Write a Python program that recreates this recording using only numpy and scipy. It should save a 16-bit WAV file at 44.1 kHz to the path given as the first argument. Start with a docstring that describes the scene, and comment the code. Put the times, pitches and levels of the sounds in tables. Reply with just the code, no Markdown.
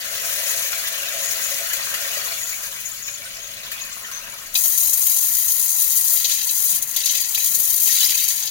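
"""Rinsing rice at the kitchen sink

A tap runs into a steel pot: the jet fizzes and drives bubbles under while a hand swirls the rice.
Then the pot is pulled aside, the jet spatters on the bare sink, and the rinsing water is tipped out
in splattering gushes. Close up, through two small microphone ports, each with its own treble colour."""
import sys
import numpy as np
from scipy import signal
from scipy.fft import rfft, irfft
from scipy.io import wavfile
from scipy.ndimage import uniform_filter1d

SR = 44100
rng = np.random.default_rng(int(sys.argv[2]) if len(sys.argv) > 2 else 0)


def inscribe(sig):
    """Save sig as 16-bit PCM at rate SR to the path in sys.argv[1].

    A 1-D sig is mono; a 2-D sig holds one channel per row.
    Samples are clipped to [-1, 1] before scaling.
    """
    pcm = np.round(np.clip(np.atleast_2d(sig).T, -1, 1) * 32767)
    wavfile.write(sys.argv[1], SR, pcm.astype(np.int16))


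N = 374850
TIME = np.arange(N) / SR
JET_LEAVES_POT_S = 4.548

# spectrum of fine spray, from the jet on steel and from splashes: f/Hz, level/dB
FINE_SPRAY = [(500, -44), (1200, -27), (2200, -33), (3000, -17.5), (4200, -11.5), (6300, -5), (8500, -1),
              (11000, 1), (14000, 5), (15500, -2)]
# gushes tipped out of the pot: start t/s, length/s, level/dB
GUSHES = [(6.15, 0.06, -33), (6.27, 0.13, -29.5), (6.72, 0.022, -37), (6.93, 0.3, -33), (7.33, 0.15, -39),
          (7.85, 0.41, -29.5), (7.95, 0.15, -31), (8.27, 0.17, -34)]


def from_db(db):
    """Decibels to gain."""
    return 10 ** (np.asarray(db) / 20)


def rms_one(x):
    """Scale to unit power."""
    return x / np.sqrt(np.mean(x ** 2) + 1e-20)


def gain_curve(points):
    """A gain per sample through (t/s, level/dB) points."""
    return from_db(np.interp(TIME, *np.transpose(points)))


def between(start, end, fade_s):
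    """A gate with short ramps."""
    return np.clip((TIME - start) / fade_s + .5, 0, 1) * np.clip((end - TIME) / fade_s + .5, 0, 1)


def swells(rows, attack_s, release_s):
    """Gain of a series of sounds that each rise, hold to the end of their length and die away."""
    return sum(from_db(db) * np.clip((TIME - start) / attack_s, 0, 1)
               * np.exp(-np.maximum(TIME - start - length, 0) / release_s)
               for start, length, db in rows)


def drift(rate_hz, step=32):
    """Smooth random wander of unit power, mostly slower than rate_hz."""
    coarse = TIME[::step]
    hz = np.fft.rfftfreq(len(coarse), step / SR)
    spectrum = rfft(rng.standard_normal(len(coarse))) / (1 + 1j * hz / rate_hz) ** 2
    return np.interp(TIME, coarse, rms_one(irfft(spectrum, len(coarse))))


def colour(x, points, size=4096):
    """Causal (minimum-phase) filter through (f/Hz, level/dB) points."""
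    hz, db = np.transpose(points)
    curve = np.interp(np.log(np.fft.rfftfreq(size, 1 / SR) + 1), np.log(hz), db)
    cepstrum = irfft(np.log(from_db(curve)))
    cepstrum[1:size // 2] *= 2
    cepstrum[size // 2 + 1:] = 0
    return signal.oaconvolve(x, irfft(np.exp(rfft(cepstrum))))[:N]


def resonate(x, hz, width_hz):
    """One resonance with gain 1 at its peak."""
    radius = np.exp(-np.pi * width_hz / SR)
    poles = [1, -2 * radius * np.cos(2 * np.pi * hz / SR), radius ** 2]
    return signal.lfilter((1 - radius ** 2) / 2 * np.array([1, 0, -1]), poles, x + 1e-18)


def drops(per_s, spread_db):
    """Impacts of droplets at random moments and of uneven size."""
    sizes = from_db(spread_db * np.clip(rng.standard_normal(N), -2, 2)) * rng.choice([-1, 1], N)
    return rms_one(sizes * (rng.random(N) < per_s / SR))


def bubble_rings(starts, hz, heights, cycles, rise, size=1600):
    """Each bubble rings for some cycles (to -60 dB) and rises in pitch as it nears the surface."""
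    turns = hz[:, None] * np.arange(size) / SR
    age = np.minimum(turns / cycles, 2)
    rings = heights[:, None] * from_db(-60 * age) * np.sin(2 * np.pi * turns * (1 + rise * age / 2))
    at = (starts * SR).astype(int)[:, None] + np.arange(size)
    return np.bincount(at.ravel(), rings.ravel(), N)[:N]


def bubbles(low_hz, high_hz, cycles, spread_db, rise, count):
    """A swarm of bubbles of all sizes, with about equal power per Hz."""
    when, pitch, strength = rng.random((count, 3)).T
    hz = low_hz * (high_hz / low_hz) ** pitch
    heights = hz * from_db(spread_db * strength ** 2)
    return rms_one(bubble_rings(when * N / SR, hz, heights, cycles, rise))


def room_tone():
    """Low rumble of the kitchen, nearly alike at both ports except in the deepest bass."""
    # spectrum of the rumble common to both ports: f/Hz, level/dB
    rumble = [(15, -4.5), (25, 8), (43, -4), (75, -10), (108, -2.5), (165, -9), (200, -9.5), (214, -4.5),
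              (241, -19), (268, -9.5), (302, -16), (336, -26.5), (420, -11.5), (550, -42), (920, -120)]
    mid = rms_one(colour(rng.standard_normal(N), rumble, size=16384))
    side = rms_one(colour(rng.standard_normal(N), [(30, 3), (100, -12), (400, -18), (900, -40)]))
    return from_db(-54.5) * (mid + from_db(-11) * side * [[1], [-1]])


def echoes(t60, size=8192):
    """Dense dying reflections, different at each port, evenly spread in frequency above the bass."""
    tail = rfft(rng.standard_normal((2, size)) * from_db(-60 * TIME[:size] / t60))
    smooth_power = uniform_filter1d(np.abs(tail) ** 2, 41)
    even = irfft(tail / np.sqrt(smooth_power))[:, :-size // 8]
    return signal.sosfilt(signal.butter(2, 900, "high", fs=SR, output="sos"), even)


def vessel(x, modes, right_lag_s, walls_db, walls_t60, kitchen_db, kitchen_t60):
    """Sound made inside a steel vessel: reflections from its walls and the kitchen, then its air modes."""
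    out = np.array([x, np.roll(x, round(right_lag_s * SR))])
    # the water lands now here, now there, and each spot has reflections of its own
    place = 2 * drift(18.2)
    for share in (np.cos(place), np.sin(place)):
        reflections = from_db(walls_db) * echoes(walls_t60) + from_db(kitchen_db) * echoes(kitchen_t60)
        out += signal.oaconvolve((x * share)[None], reflections, axes=1)[:, :N]
    out += sum(from_db([[left], [right]]) * resonate(out, hz, width) for hz, width, left, right in modes)
    return out / np.sqrt(1 + from_db(walls_db) ** 2 + from_db(kitchen_db) ** 2)


def pot(x):
    """The air in the pot rings in narrow modes."""
    # air resonances: f/Hz, width/Hz, left level/dB, right level/dB
    modes = [(435, 27, 3.5, 5), (554, 23, 8.5, 5.5), (670, 19.3, 7, 12.5), (960, 39, 4.5, -10),
             (1090, 23, 0, -1), (1840, 21, 3, -10), (1935, 85, 2.5, 2), (2284, 22, 2.5, -11),
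             (2462, 110, 1, -2), (3020, 64, -1, -3)]
    return vessel(x, modes, right_lag_s=.00011, walls_db=1, walls_t60=.047,
                  kitchen_db=2.5, kitchen_t60=.15)


def sink(x):
    """The basin adds strong, short reflections and broad low modes."""
    # air resonances: f/Hz, width/Hz, left level/dB, right level/dB
    modes = [(414, 66, 7, 9), (550, 73, 20, 20.5), (867, 140, 9.5, 11), (1900, 31, 4, -6),
             (2560, 44, 1, -7), (3100, 46, -1, 3), (3495, 30, 2, -5), (3936, 110, 2.5, 4.5),
             (4490, 150, 2, -5), (4780, 58, 4, 8), (6020, 83, -1, -17), (6530, 88, -3.5, -14),
             (8110, 57, -6, -9)]
    return vessel(x, modes, right_lag_s=.00025, walls_db=8, walls_t60=.037,
                  kitchen_db=-1.5, kitchen_t60=.25)


def hand():
    """The stirring hand makes the water gurgle; drops fall from the fingers and ring."""
    # strokes through the water: start t/s, length/s, level/dB
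    strokes = [(0.66, 0.31, -52), (1.34, 0.13, -46), (1.68, 0.29, -42.5), (2.1, 0.2, -48),
               (2.43, 0.32, -50), (3.62, 0.31, -52), (3.93, 0.48, -48.5)]
    stirring = from_db(-60.5) + swells(strokes, attack_s=.027, release_s=.035)
    gurgle = bubbles(937, 1760, cycles=24, spread_db=-1.5, rise=.087, count=1000)
    drips = bubbles(2810, 8670, cycles=130, spread_db=6, rise=.02, count=500)
    return stirring * gurgle + from_db(-51.5) * drips


def tinkles(per_s=700, pitch_spread=.074):
    """Tiny like-sized bubbles ring where the jet skims the hand or the fingers break the surface."""
    # showers of bubbles: start t/s, length/s, f/Hz, level/dB
    showers = [(1.164, 0.18, 6800, -35.5), (1.411, 0.06, 6870, -30), (2.38, 0.18, 6950, -36.5),
               (2.728, 0.15, 6900, -51), (2.851, 0.024, 6600, -32.5), (2.913, 0.0046, 7170, -25),
               (3.02, 0.14, 6820, -36), (3.03, 0.062, 5530, -38), (3.242, 0.048, 8950, -34),
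               (3.362, 0.12, 6550, -43), (3.72, 0.15, 2500, -46.5), (3.808, 0.024, 6650, -33.5),
               (3.914, 0.015, 7300, -34), (3.97, 0.04, 10200, -39), (4.113, 0.075, 6100, -36.5),
               (4.29, 0.061, 10340, -40)]
    counts = [int(np.ceil(length * per_s)) for _, length, _, _ in showers]
    start, length, centre_hz, level_db = np.repeat(showers, counts, axis=0).T
    when, pitch = rng.random((len(start), 2)).T
    hz = centre_hz * (1 + pitch_spread * (pitch - .5))
    return bubble_rings(start + when * length, hz, from_db(level_db), cycles=122, rise=.01)


def gulps():
    """Air folded under by the hand or by falling water rings as single large bubbles."""
    # air pockets: t/s, level/dB, f/Hz
    pockets = [(1.3994, -31, 1960), (1.712, -28, 1700), (2.154, -30, 1910), (2.5247, -23, 2240),
               (2.7783, -31, 2450), (3.0767, -29.5, 2460), (3.2521, -32, 1493), (4.045, -33, 1825),
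               (4.555, -20.5, 2500), (7.3764, -21, 2425), (7.8897, -27, 1870)]
    starts, level_db, hz = np.transpose(pockets)
    rings = bubble_rings(starts, hz, from_db(level_db), cycles=100, rise=.048, size=4000)
    return signal.sosfilt(signal.butter(2, [1000, 3500], "band", fs=SR, output="sos"), rings)


def splashes(attack_s=.00022, t60=.053):
    """A lump of water slaps down, fuller on water than on steel, and throws a burst of fine spray."""
    # single splashes: t/s, spray level/dB, slap level/dB
    landings = [(0.729, -33, -21.5), (0.8715, -19, -27), (1.732, -16, -25), (1.939, -20, -21.5),
                (3.0807, -40, -28), (3.716, -22, -31), (4.1136, -27, -32.5), (4.5523, -19, -17),
                (6.2441, -32, -15), (6.2514, -22, -23), (6.312, -15, -20), (6.4913, -30, -24),
                (6.823, -14, -44), (6.962, -13, -22), (7.0567, -14, -19.5), (7.0936, -28, -18),
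                (7.1492, -14, -18.5), (7.201, -16, -29), (7.3467, -19, -18.5), (8.284, -13, -27),
                (8.4727, -28, -24)]
    # spectra of a slap on water and on steel: f/Hz, level/dB
    on_water = [(300, -28), (900, -5), (1500, 8), (2600, 3), (4500, 7), (9000, -14), (15500, -46)]
    on_steel = [(300, -13), (1500, -17), (2400, 3), (4000, 15.5), (6500, 12.5), (9000, 0), (15500, -49)]
    slap_gain, spray_gain = np.zeros((2, N))
    for start, spray_db, slap_db in landings:
        at = slice(int(start * SR), int(start * SR) + SR // 5)
        age = np.maximum(TIME[at] - start, 0)
        burst = (1 - np.exp(-age / attack_s)) * from_db(-60 * age / t60)
        slap_gain[at] += from_db(slap_db) * burst
        spray_gain[at] += from_db(spray_db) * burst
    lump = drops(per_s=4900, spread_db=2.5)
    slap = np.where(TIME < JET_LEAVES_POT_S,
                    rms_one(colour(lump, on_water)), rms_one(colour(lump, on_steel)))
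    spray = rms_one(colour(drops(per_s=9000, spread_db=4), FINE_SPRAY))
    return slap_gain * slap + spray_gain * spray


def sink_drumming():
    """Falling water drums on the bottom of the sink."""
    # swells of the drumming: start t/s, length/s, level/dB
    rolls = [(5.55, 0.074, -52), (5.88, 0.06, -52), (6.66, 0.1, -49), (7.42, 0.26, -52.5)]
    hz, width_hz = 183, 74
    drum = rms_one(resonate(resonate(rng.standard_normal(N), hz, width_hz), hz, width_hz))
    return swells(rolls, attack_s=.077, release_s=.12) * drum


def poured_water(flooded):
    """Rinsing water lands in coarse, bubbly clumps; between gushes a trickle runs over the rim."""
    # spectrum of the splatter: f/Hz, level/dB
    splatter = [(300, -24), (800, -43), (1500, -18), (2000, -11), (3000, -5.5), (4500, -1.5), (6500, -2),
                (9000, -3), (15500, -50)]
    clumps = drops(per_s=1600, spread_db=4.5) * from_db(3.1 * drift(58))
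    swarm = bubbles(1490, 6830, cycles=120, spread_db=17, rise=.06, count=1200)
    flow = swells(GUSHES, attack_s=.034, release_s=.036) + from_db(-42) * flooded
    return flow * rms_one(colour(clumps + from_db(-10) * swarm, splatter))


def jet_on_sink(flooded):
    """The jet breaks into droplets on bare steel and sputters once poured water runs under it."""
    # the spray, weaker where the pot or the pour gets in its way: t/s, level/dB
    spray_level = [(4.57, -18), (5.4, -18.5), (6.2, -18), (6.25, -23.5), (6.48, -21.5), (6.6, -19),
                   (6.76, -17.5), (6.81, -33), (6.92, -26), (7.0, -24.5), (7.2, -24.5), (7.32, -26),
                   (7.37, -21), (7.85, -18), (8.33, -22), (8.38, -24), (8.5, -28.5)]
    # spectrum of the wash on the wetted steel: f/Hz, level/dB
    wash_colour = [(200, -9), (500, -10), (700, -7), (950, -4.5), (1200, -1), (1700, 7.5), (2400, 8.5),
                   (3200, -1), (5000, -17.5), (9000, -26)]
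    sputter_db = 2 * flooded * drift(60)
    spatter = drops(per_s=9000, spread_db=2.5) * from_db(3.5 * drift(200) + sputter_db)
    spray = gain_curve(spray_level) * rms_one(colour(spatter, FINE_SPRAY))
    wash = from_db(-47.5) * rms_one(colour(rng.standard_normal(N), wash_colour))
    return (spray + wash) * between(JET_LEAVES_POT_S, np.inf, fade_s=.032)


def jet_in_pot(usual_force_db=-36.5, usual_churning_db=-40.5):
    """The aerated jet fizzes at the surface, churns up small bubbles and drives large ones deep."""
    # how hard the jet hits the water: t/s, level/dB
    force_level = [(0.0, -35.5), (0.27, -31.5), (0.49, -28), (0.8, -33), (0.98, -35), (1.4, -30),
                   (1.72, -33), (2.36, -33), (2.92, -40), (3.61, -44), (3.81, -40.5), (4.5, -44)]
    # how much it churns, less once the hand stays under it: t/s, level/dB
    churning_level = [(0.0, -36.5), (0.35, -34.5), (0.9, -34), (2.34, -34.5), (2.39, -43.5), (2.85, -46.5),
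                      (3.55, -44), (3.75, -42.5), (4.5, -47.5)]
    # the hand crosses the jet, so less air goes under: start t/s, end t/s, level change/dB
    crossings = [(0.678, 0.952, -3.5), (1.66, 1.92, -5), (2.763, 3.097, -4.5), (3.7, 4.199, -5.5)]
    # spectra of the surface fizz, the small bubbles and the deep ones: f/Hz, level/dB
    fizz_colour = [(500, -24), (1500, -3.5), (3000, -8.5), (5000, -0.5), (7000, -0.5), (10000, 1),
                   (15500, 0.5)]
    churn_colour = [(350, -20), (830, -15.5), (1050, -8), (1400, -2), (2000, -3.5), (3000, -2), (5000, 0),
                    (9000, -23.5), (15500, -45)]
    plunge_colour = [(150, -11.5), (320, -10), (430, -3.5), (580, 8.5), (700, 3), (830, -6.5), (1500, -45)]
    force = gain_curve(force_level) / from_db(usual_force_db)
    churning = gain_curve(churning_level) / from_db(usual_churning_db)
    shield = from_db(sum(db * between(start, end, fade_s=.072) for start, end, db in crossings))
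    droplets = drops(per_s=9800, spread_db=1) * from_db(2.15 * drift(55))
    froth = bubbles(1390, 8300, cycles=33, spread_db=25, rise=.062, count=2500)
    froth += from_db(8.5) * drops(per_s=4000, spread_db=2.5)
    deep = bubbles(292, 884, cycles=14, spread_db=2.5, rise=.084, count=5000)
    fizz = from_db(-31) * force * rms_one(colour(droplets, fizz_colour))
    # each exponent is the share of a swing in dB that the layer follows
    churn = from_db(-37.5) * churning ** .72 * shield ** .098 * rms_one(colour(froth, churn_colour))
    plunge = from_db(-51.5) * churning ** .88 * shield * rms_one(colour(deep, plunge_colour))
    return fizz + churn + plunge


def scene():
    """The water sounds in the pot while it is under the tap, and in the sink afterwards."""
    lumps = splashes() + gulps()
    over_pot = between(-1, JET_LEAVES_POT_S, fade_s=.004)
    rinsing = (jet_in_pot() + hand()) * between(-1, JET_LEAVES_POT_S, fade_s=.0063)
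    in_pot = rinsing + tinkles() + lumps * over_pot
    flooded = between(GUSHES[0][0], np.inf, fade_s=.21)
    in_sink = jet_on_sink(flooded) + poured_water(flooded) + sink_drumming() + lumps * (1 - over_pot)
    return pot(in_pot) + sink(in_sink) + room_tone()


def record(dry):
    """Each port colours the treble; the deepest bass is thinned, peaks are rounded and the top is cut."""
    # responses of the two microphone ports: f/Hz, level/dB
    left_port = [(1000, 1.5), (3500, 4), (5300, 1), (6100, 9), (6850, 12), (7500, 4), (8500, -7),
                 (10200, 7.5), (12200, 1.5), (14000, 7), (15300, 7.5)]
    right_port = [(1000, 1.5), (3500, 2), (5200, -4.5), (6700, -3.5), (7600, -2), (8500, 2.5), (10000, 1),
                  (11800, -1.5), (13500, -52), (15500, -3)]
    heard = np.array([colour(dry[0], left_port), colour(dry[1], right_port)])
    heard = signal.sosfilt(signal.butter(1, 32, "high", fs=SR, output="sos"), heard)
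    heard = 1.1 * np.tanh(heard / 1.1)
    return signal.sosfilt(signal.ellip(12, .2, 80, 15950, fs=SR, output="sos"), heard)


dry = scene()
out = record(dry)
inscribe(out)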